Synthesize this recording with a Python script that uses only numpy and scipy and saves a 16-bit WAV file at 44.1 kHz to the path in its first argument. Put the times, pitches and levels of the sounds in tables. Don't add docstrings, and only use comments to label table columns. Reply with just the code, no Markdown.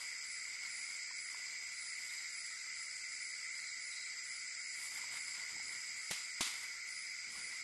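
import sys
import numpy as np
from scipy import signal
from scipy.fft import rfft, irfft, next_fast_len
from scipy.io import wavfile
from scipy.ndimage import uniform_filter1d, map_coordinates

SR = 44100
rng = np.random.default_rng(int(sys.argv[2]) if len(sys.argv) > 2 else 0)


def materialize(psi):
    bounded = np.clip(np.atleast_2d(psi).T, -1, 1)
    quanta = np.round(bounded * 32767).astype(np.int16)
    wavfile.write(sys.argv[1], SR, quanta)


def gain_from_db(level_db):
    decades = np.asarray(level_db, float) / 20
    return 10 ** decades


N = 336527

# f/Hz, level/dB [per Hz]
NIGHT_AIR = [(25, -11), (100, -9), (1000, -11.5), (1250, -8.5), (2500, 4.5), (2900, -2.5), (3500, -5),
             (4400, 5), (5500, 0.5), (6600, 5), (8300, 4), (8700, -7), (10500, -16), (12500, -16)]
# f/Hz, spread/Hz, strokes per second [1/s], stroke length/s, level/dB
CHOIRS = [(1430.3, 76.6, 300, 0.024, -65), (1736, 13, 150, 0.053, -71), (2121, 118.4, 500, 0.018, -52.5),
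          (4896, 170, 1200, .008, -53), (5990, 230, 970, 0.0099, -63), (7495, 324, 1200, 0.0083, -54.5)]
# t/s, level/dB
HIGH_CHOIR_SWELL = [(0, 1.5), (2, 1.5), (4, 1.5), (5, 3), (6.3, 2), (6.7, -3.5), (7.2, -3.5), (7.63, 0)]
# f/Hz, strokes per second [1/s], stroke length/s, level/dB
LONE_SINGERS = [(2048, 70.8, .009, -54), (2203, 80.4, 0.0083, -54.5), (4918, 67, 0.0075, -60.5),
                (1295, 44, 0.017, -77)]
# t/s, hold/s, level/dB
RASP_PHRASES = [(-.1, 0.064, -61.5), (0.237, .02, -55.5), (0.658, 0.12, -56), (1.145, 0.042, -56),
                (1.713, 0.089, -56), (2.288, 0.091, -56.5), (2.737, 0.032, -56.5), (3.033, .06, -61),
                (3.151, .06, -57), (3.512, 0.036, -60.5), (3.783, 0.063, -58), (4.228, 0.043, -56.5),
                (4.578, 0.064, -59.5), (4.683, 0.088, -57.5), (5.125, 0.066, -56), (5.616, 0.033, -56.5),
                (5.953, 0.076, -60.5), (6.87, 0.037, -54.5), (7.292, .1, -56)]
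BUZZ_HOLD_S = [0.17, .1, 0.11, .05, 0.11, 0.11, 0.14]
# t/s, length/s, peak level/dB, first f/Hz
CHIRPS = [
    (0.652, .14, -46.5, 4220),
    (1.175, .09, -60, 4330),
    (1.456, .14, -46, 4230),
    (1.761, .14, -48, 3840),
    (2.088, .19, -45, 3840),
    (2.49, .14, -48, 3820),
    (3.246, .14, -53, 3860),
    (3.541, .19, -43, 4015),
    (3.915, .19, -41.5, 3980),
]
# t/s, hold/s, blades level/dB, thuds level/dB, seed heads level/dB
STIRRINGS = [(-.1, 0.055, -59, -86, -63), (0.443, .4, -69.5, -87.5, -88.5), (1.296, 0.25, -67, -92, -77.5),
             (1.96, .12, -70, -87, -62.5), (4.744, 0.14, -64, -78.5, -56), (4.894, 0.22, -56.5, -73.5, -77),
             (5.331, 0.045, -57.5, -75, -79), (5.499, 0.17, -66.5, -70.5, -87), (5.76, .2, -69, -78.5, -74),
             (6.442, 0.16, -63.5, -81.5, -63), (7.233, .1, -66, -70, -78), (7.33, 0.041, -59, -67, -76)]
STILL_DB = (-71, -87.5, -78)
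# f/Hz, level/dB [per Hz]
BLADE_COLOUR = [(500, -14), (900, -2.5), (1500, -0.5), (3200, -1.5), (6000, -10.5), (9000, -12.5),
                (12500, -18)]
# f/Hz, level/dB [per Hz]
SEED_COLOUR = [(1500, -38), (3000, -17), (6000, -5.5), (9000, 1), (11500, -2.5), (12500, -5.5)]
# f/Hz, level/dB [per Hz]
THUD_COLOUR = [(30, -9), (120, -1.5), (300, -2), (500, -6), (800, -40)]
# t/s, peak level/dB, f/Hz
KNOCKS = [(0.472, -53, 1070), (1.11, -44, 1010), (1.346, -44, 1010), (1.466, -53.5, 1100),
          (4.912, -82, 1006), (4.976, -47.5, 880), (5.039, -43.5, 950), (5.126, -56, 1020),
          (5.172, -57, 1180), (5.565, -47.5, 860), (5.598, -47, 830), (7.355, -44, 1120)]
# t/s, level/dB, time to fall 60 dB/s, hollow f/Hz
SNAPS = [
    (6.104, -50.5, 0.11, 201),
    (6.1103, -39.5, 0.42, 193),
    (6.4073, -35, 0.5, 254),
    (6.464, -55.5, 0.5, 253),
]
# f/Hz, level/dB [per Hz]
SPLINTER_COLOUR = [(24, -50), (40, -19), (266, -9), (522, -13.5), (1400, -2), (1690, -8.5), (2000, -3.5),
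                   (4750, -2), (5230, -3), (10700, -10), (12400, -17), (16100, -48), (22000, -120)]
# f/Hz, level/dB
FINEST_STEPS = [(170, -51), (700, -46), (1050, -37), (1400, -20), (1600, -21), (1750, -12), (2300, -12),
                (2600, -16), (3000, -19.5), (3500, -19), (3800, -16), (5200, -14), (8300, -15.5),
                (9000, -18), (9700, -27), (10300, -31)]


def along(points, hz):
    f, v = np.transpose(points)
    return np.interp(np.log(hz + 1), np.log(f + 1), v)


def wobble(rate):
    return map_coordinates(rng.standard_normal(int(N * rate / SR) + 4), [np.arange(N) * rate / SR], order=1)


def coloured(x, gain):
    m = next_fast_len(len(x) + 8192)
    spectrum = rfft(x, m) * gain(np.fft.rfftfreq(m, 1 / SR))
    y = irfft(spectrum, m)[:len(x)]
    return y / np.std(y)


def hiss(colour, size=N):
    return coloured(rng.standard_normal(size), lambda hz: gain_from_db(along(colour, hz)))


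def scattered(x, t60, wet_db):
    t = np.arange(SR // 4) / SR
    tail = rng.standard_normal(len(t)) * gain_from_db(-60 * t / t60)
    tail /= np.linalg.norm(tail)
    y = x + gain_from_db(wet_db) * signal.oaconvolve(x, tail)[:len(x)]
    return y / np.std(y)


def phrases(start, hold, db, swell, swell_db, fade_db):
    t = np.arange(0, N + 64, 64) / SR - np.asarray(start)[:, None]
    swelling = -swell_db * np.clip(1 - t / swell, 0, 1)
    fading = -fade_db * np.maximum(t - swell - np.abs(hold)[:, None], 0)
    onset = np.clip(t / 0.013, 0, 1)
    gain = (gain_from_db(np.asarray(db)[:, None] + swelling + fading) * onset).max(axis=0)
    return np.interp(np.arange(N) / 64, np.arange(len(gain)), gain)


def strokes(s, hz, size, length, glide, rise=0.61):
    u = np.arange(round(length * SR)) / (length * SR)
    start = np.floor(s * SR)
    t = u * length - (s - start / SR)[:, None]
    sagging = 1 + glide * (.5 - u / 2)
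    tones = np.sin(2 * np.pi * hz[:, None] * t * sagging)
    tones = tones * np.sin(np.pi * u ** rise) * size[:, None]
    where = start.astype(int)[:, None] + np.arange(len(u))
    return np.bincount(where.ravel(), tones.ravel(), N + SR)[:N]


def trill(hz, rate, length, glide, slip=.0001, drift=.004):
    draw = rng.standard_normal((int(N / SR * rate * 1.1), 3))
    slow = uniform_filter1d(draw[:, 0], size=25) * 5
    s = np.cumsum((1 + drift * slow) / rate) + slip * draw[:, 1]
    keep = (s > 0) & (s < N / SR)
    return strokes(s[keep], np.full(keep.sum(), hz), gain_from_db(0.5 * draw[keep, 2]), length, glide)


def night_air():
    return gain_from_db(-55.5) * hiss(NIGHT_AIR)


def choirs():
    s, db = np.transpose(HIGH_CHOIR_SWELL)
    pause_db = np.interp(np.arange(N) / SR, s, db)
    shares = [0, 0.11, 0.0, 0.049, 0.0, 0.94]
    out = np.zeros(N)
    for (hz, spread_hz, rate, length, db), share in zip(CHOIRS, shares):
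        when, chance_a, chance_b = rng.random((int(rate * N / SR), 3)).T
        pitch = hz + spread_hz * np.sqrt(6) * (chance_a + chance_b - 1)
        crowd = strokes(when * N / SR, pitch, np.ones(len(when)), length, glide=0.035)
        out += gain_from_db(db + share * pause_db + 0.18 * wobble(3.3)) * crowd / np.std(crowd)
    return out


def lone_singers():
    out = np.zeros(N)
    for hz, rate, length, db in LONE_SINGERS:
        song = scattered(trill(hz, rate, length, glide=0.025), 0.043, wet_db=-5.5)
        out += gain_from_db(db + 1.4 * wobble(3.3)) * song
    return out


def rasping_bush_cricket():
    rasp = np.zeros(N)
    for hz, rate in [(9600, 240), (9960, 118), (9690, 68)]:
        rasp += trill(hz, rate, 0.0045, glide=0.0064, slip=0.000205, drift=0.025)
    mirror = lambda hz: np.exp(-((hz - 9790) / 400) ** 4)
    song = coloured(scattered(rasp, 0.08, wet_db=-9.5), mirror)
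    return phrases(*np.transpose(RASP_PHRASES), swell=.08, swell_db=7, fade_db=83.5) * song


def buzzing_bush_cricket():
    first_s, every_s, level_db = .69, 1.104, -63
    t = np.arange(N) / SR
    phrase = np.zeros(N)
    for i, hold in enumerate(BUZZ_HOLD_S):
        s = first_s + every_s * i
        rise, fall = (t - s) / 0.027, (s + hold - t) / 0.078 + 1
        phrase += np.clip(np.minimum(rise, fall), 0, 1)
    buzz = trill(8920, 264, .0016, glide=0, slip=.00001, drift=.002)
    return gain_from_db(level_db) * phrase * scattered(buzz, .05, wet_db=-6)


def field_cricket():
    gap_s, climb_hz, uneven_db = .046, 72, 1.5
    start, length, peak_db, first_hz = np.transpose(CHIRPS)[..., None]
    k = np.arange(5)
    chance = rng.standard_normal((len(CHIRPS), 5, 2))
    sung = (k + .5) * gap_s < length
    s = (start + k * gap_s)[sung]
    hz = (first_hz + climb_hz * (k + chance[..., 0]))[sung]
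    size = gain_from_db((peak_db + uneven_db * chance[..., 1])[sung] - 9.5)
    dry = np.zeros(N)
    for late, detune in [(0, 1.03), (.006, .97)]:
        dry += strokes(s + late, hz * detune, size, 0.016, glide=0.087)
    return np.std(dry) * scattered(dry, .15, wet_db=4)


def grass():
    s, hold, *levels = np.transpose(STIRRINGS)
    rustle, thump, rattle = [gain_from_db(still) + phrases(s, hold, db, swell=.06, swell_db=7, fade_db=77)
                             for db, still in zip(levels, STILL_DB)]
    grains = rng.standard_normal(N) * gain_from_db(2.5 * wobble(300) + 2.6 * wobble(30))
    blades = coloured(grains, lambda hz: gain_from_db(along(BLADE_COLOUR, hz)))
    seeds = coloured(grains, lambda hz: gain_from_db(along(SEED_COLOUR, hz)))
    thuds = gain_from_db(2 * wobble(28) - 3.5) * hiss(THUD_COLOUR)
    return rustle * blades + rattle * seeds + thump * thuds


def knocks():
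    s, db, hz = np.transpose(KNOCKS)
    return strokes(s, hz, gain_from_db(db - 6), 0.0072, glide=0.042, rise=0.33)


def stalks():
    body_colour = [(20, -6.5), (60, -14), (130, -10.0), (260, -3.0), (400, 0.5), (560, -6), (800, 2), (1600, -19.5)]
    thin = lambda hz: gain_from_db(along(SPLINTER_COLOUR, hz)) * hz ** 2 / (hz ** 2 + 800 ** 2)
    out = np.zeros(N + SR)
    t = np.arange(SR // 2) / SR
    for s, db, t60, hz in SNAPS:
        uneven_db = 1.7 * wobble(160)[:len(t)] * np.clip(t / .03, 0, 1)
        splinters = gain_from_db(uneven_db - 60 * t / t60)
        crack = 1.7 * gain_from_db(-60 * t / 0.028)
        fall = (splinters + crack) * (1 - np.exp(-t / 0.00078))
        body = gain_from_db(-2.0 - 60 * t / 0.045) * hiss(body_colour, size=len(t))
        hollow = gain_from_db(-3 - 60 * t / 0.046) * np.sin(2 * np.pi * hz * t) * (1 - np.exp(-t / 0.0012))
        noise = coloured(rng.standard_normal(len(t)), thin)
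        out[round(s * SR):][:len(t)] += gain_from_db(db) * (fall * noise + body + hollow)
    return out[:N]


def scene():
    insects = choirs() + lone_singers() + rasping_bush_cricket() + buzzing_bush_cricket() + field_cricket()
    mono = night_air() + insects + grass() + knocks() + stalks()
    return np.array([mono, mono])


def thinned(x, margin_db, slope_db, scatter_db, empty_db):
    hop, bins, lead = 1024, 561, 1024 - 392
    window = signal.windows.kaiser_bessel_derived(2 * hop, 4 * np.pi)
    phase = np.outer(np.arange(2 * hop) + (hop + 1) / 2, np.arange(bins) + .5)
    basis = window[:, None] * np.cos(np.pi / hop * phase)
    halves = np.pad(x, (lead, 2 * hop - (N + lead) % hop)).reshape(-1, hop)
    z = np.hstack([halves[:-1], halves[1:]]) @ basis
    edge = np.r_[0:40:4, 40:96:8, 96:144:12, 144, 160, 176, 196, 216, 240, 264, 292, 320:bins:32, bins]
    hz, width = edge[:-1] * SR / (2 * hop), np.diff(edge)
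    level = 10 * np.log10(np.add.reduceat(z ** 2, edge[:-1], axis=1) / width + 1e-20)
    steady = uniform_filter1d(level, size=3, axis=0)
    level = np.minimum(level, np.roll(level, 1, axis=0) + 9)
    climb = slope_db * np.log2(hz + 100) + 300 * np.log2(np.minimum(hz, 9600) + 100)
    hiding = np.minimum(steady, level + 2) - margin_db
    shadow = np.maximum.accumulate(hiding + climb, axis=1) - climb
    uneven = 2 * uniform_filter1d(rng.standard_normal(level.shape), size=4, axis=0)
    step_db = np.maximum(shadow, along(FINEST_STEPS, hz)) + scatter_db * uneven
    step = np.repeat(gain_from_db(step_db), width, axis=1)
    coarse = np.sign(z) * np.floor(abs(z / step) ** .75 + .4054) ** (4 / 3) * step
    coarse *= np.repeat((steady > step_db - empty_db) | (hz < 10000), width, axis=1)
    frames = coarse @ basis.T * (2 / hop)
    early = np.pad(frames[:, :hop], ((0, 1), (0, 0)))
    late = np.pad(frames[:, hop:], ((1, 0), (0, 0)))
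    return (early + late).ravel()[lead:lead + N]


def band_limit(x):
    return signal.sosfilt(signal.butter(12, 12550, fs=SR, output="sos"), x)


def record(dry):
    squeezed = dry[0] / (1 + abs(dry[0] / .09) ** 3) ** (1 / 3)
    thin = thinned(squeezed, margin_db=3, slope_db=36, scatter_db=.7, empty_db=9.5)
    return band_limit(np.array([thin, thin]))


dry = scene()
out = record(dry)
materialize(out)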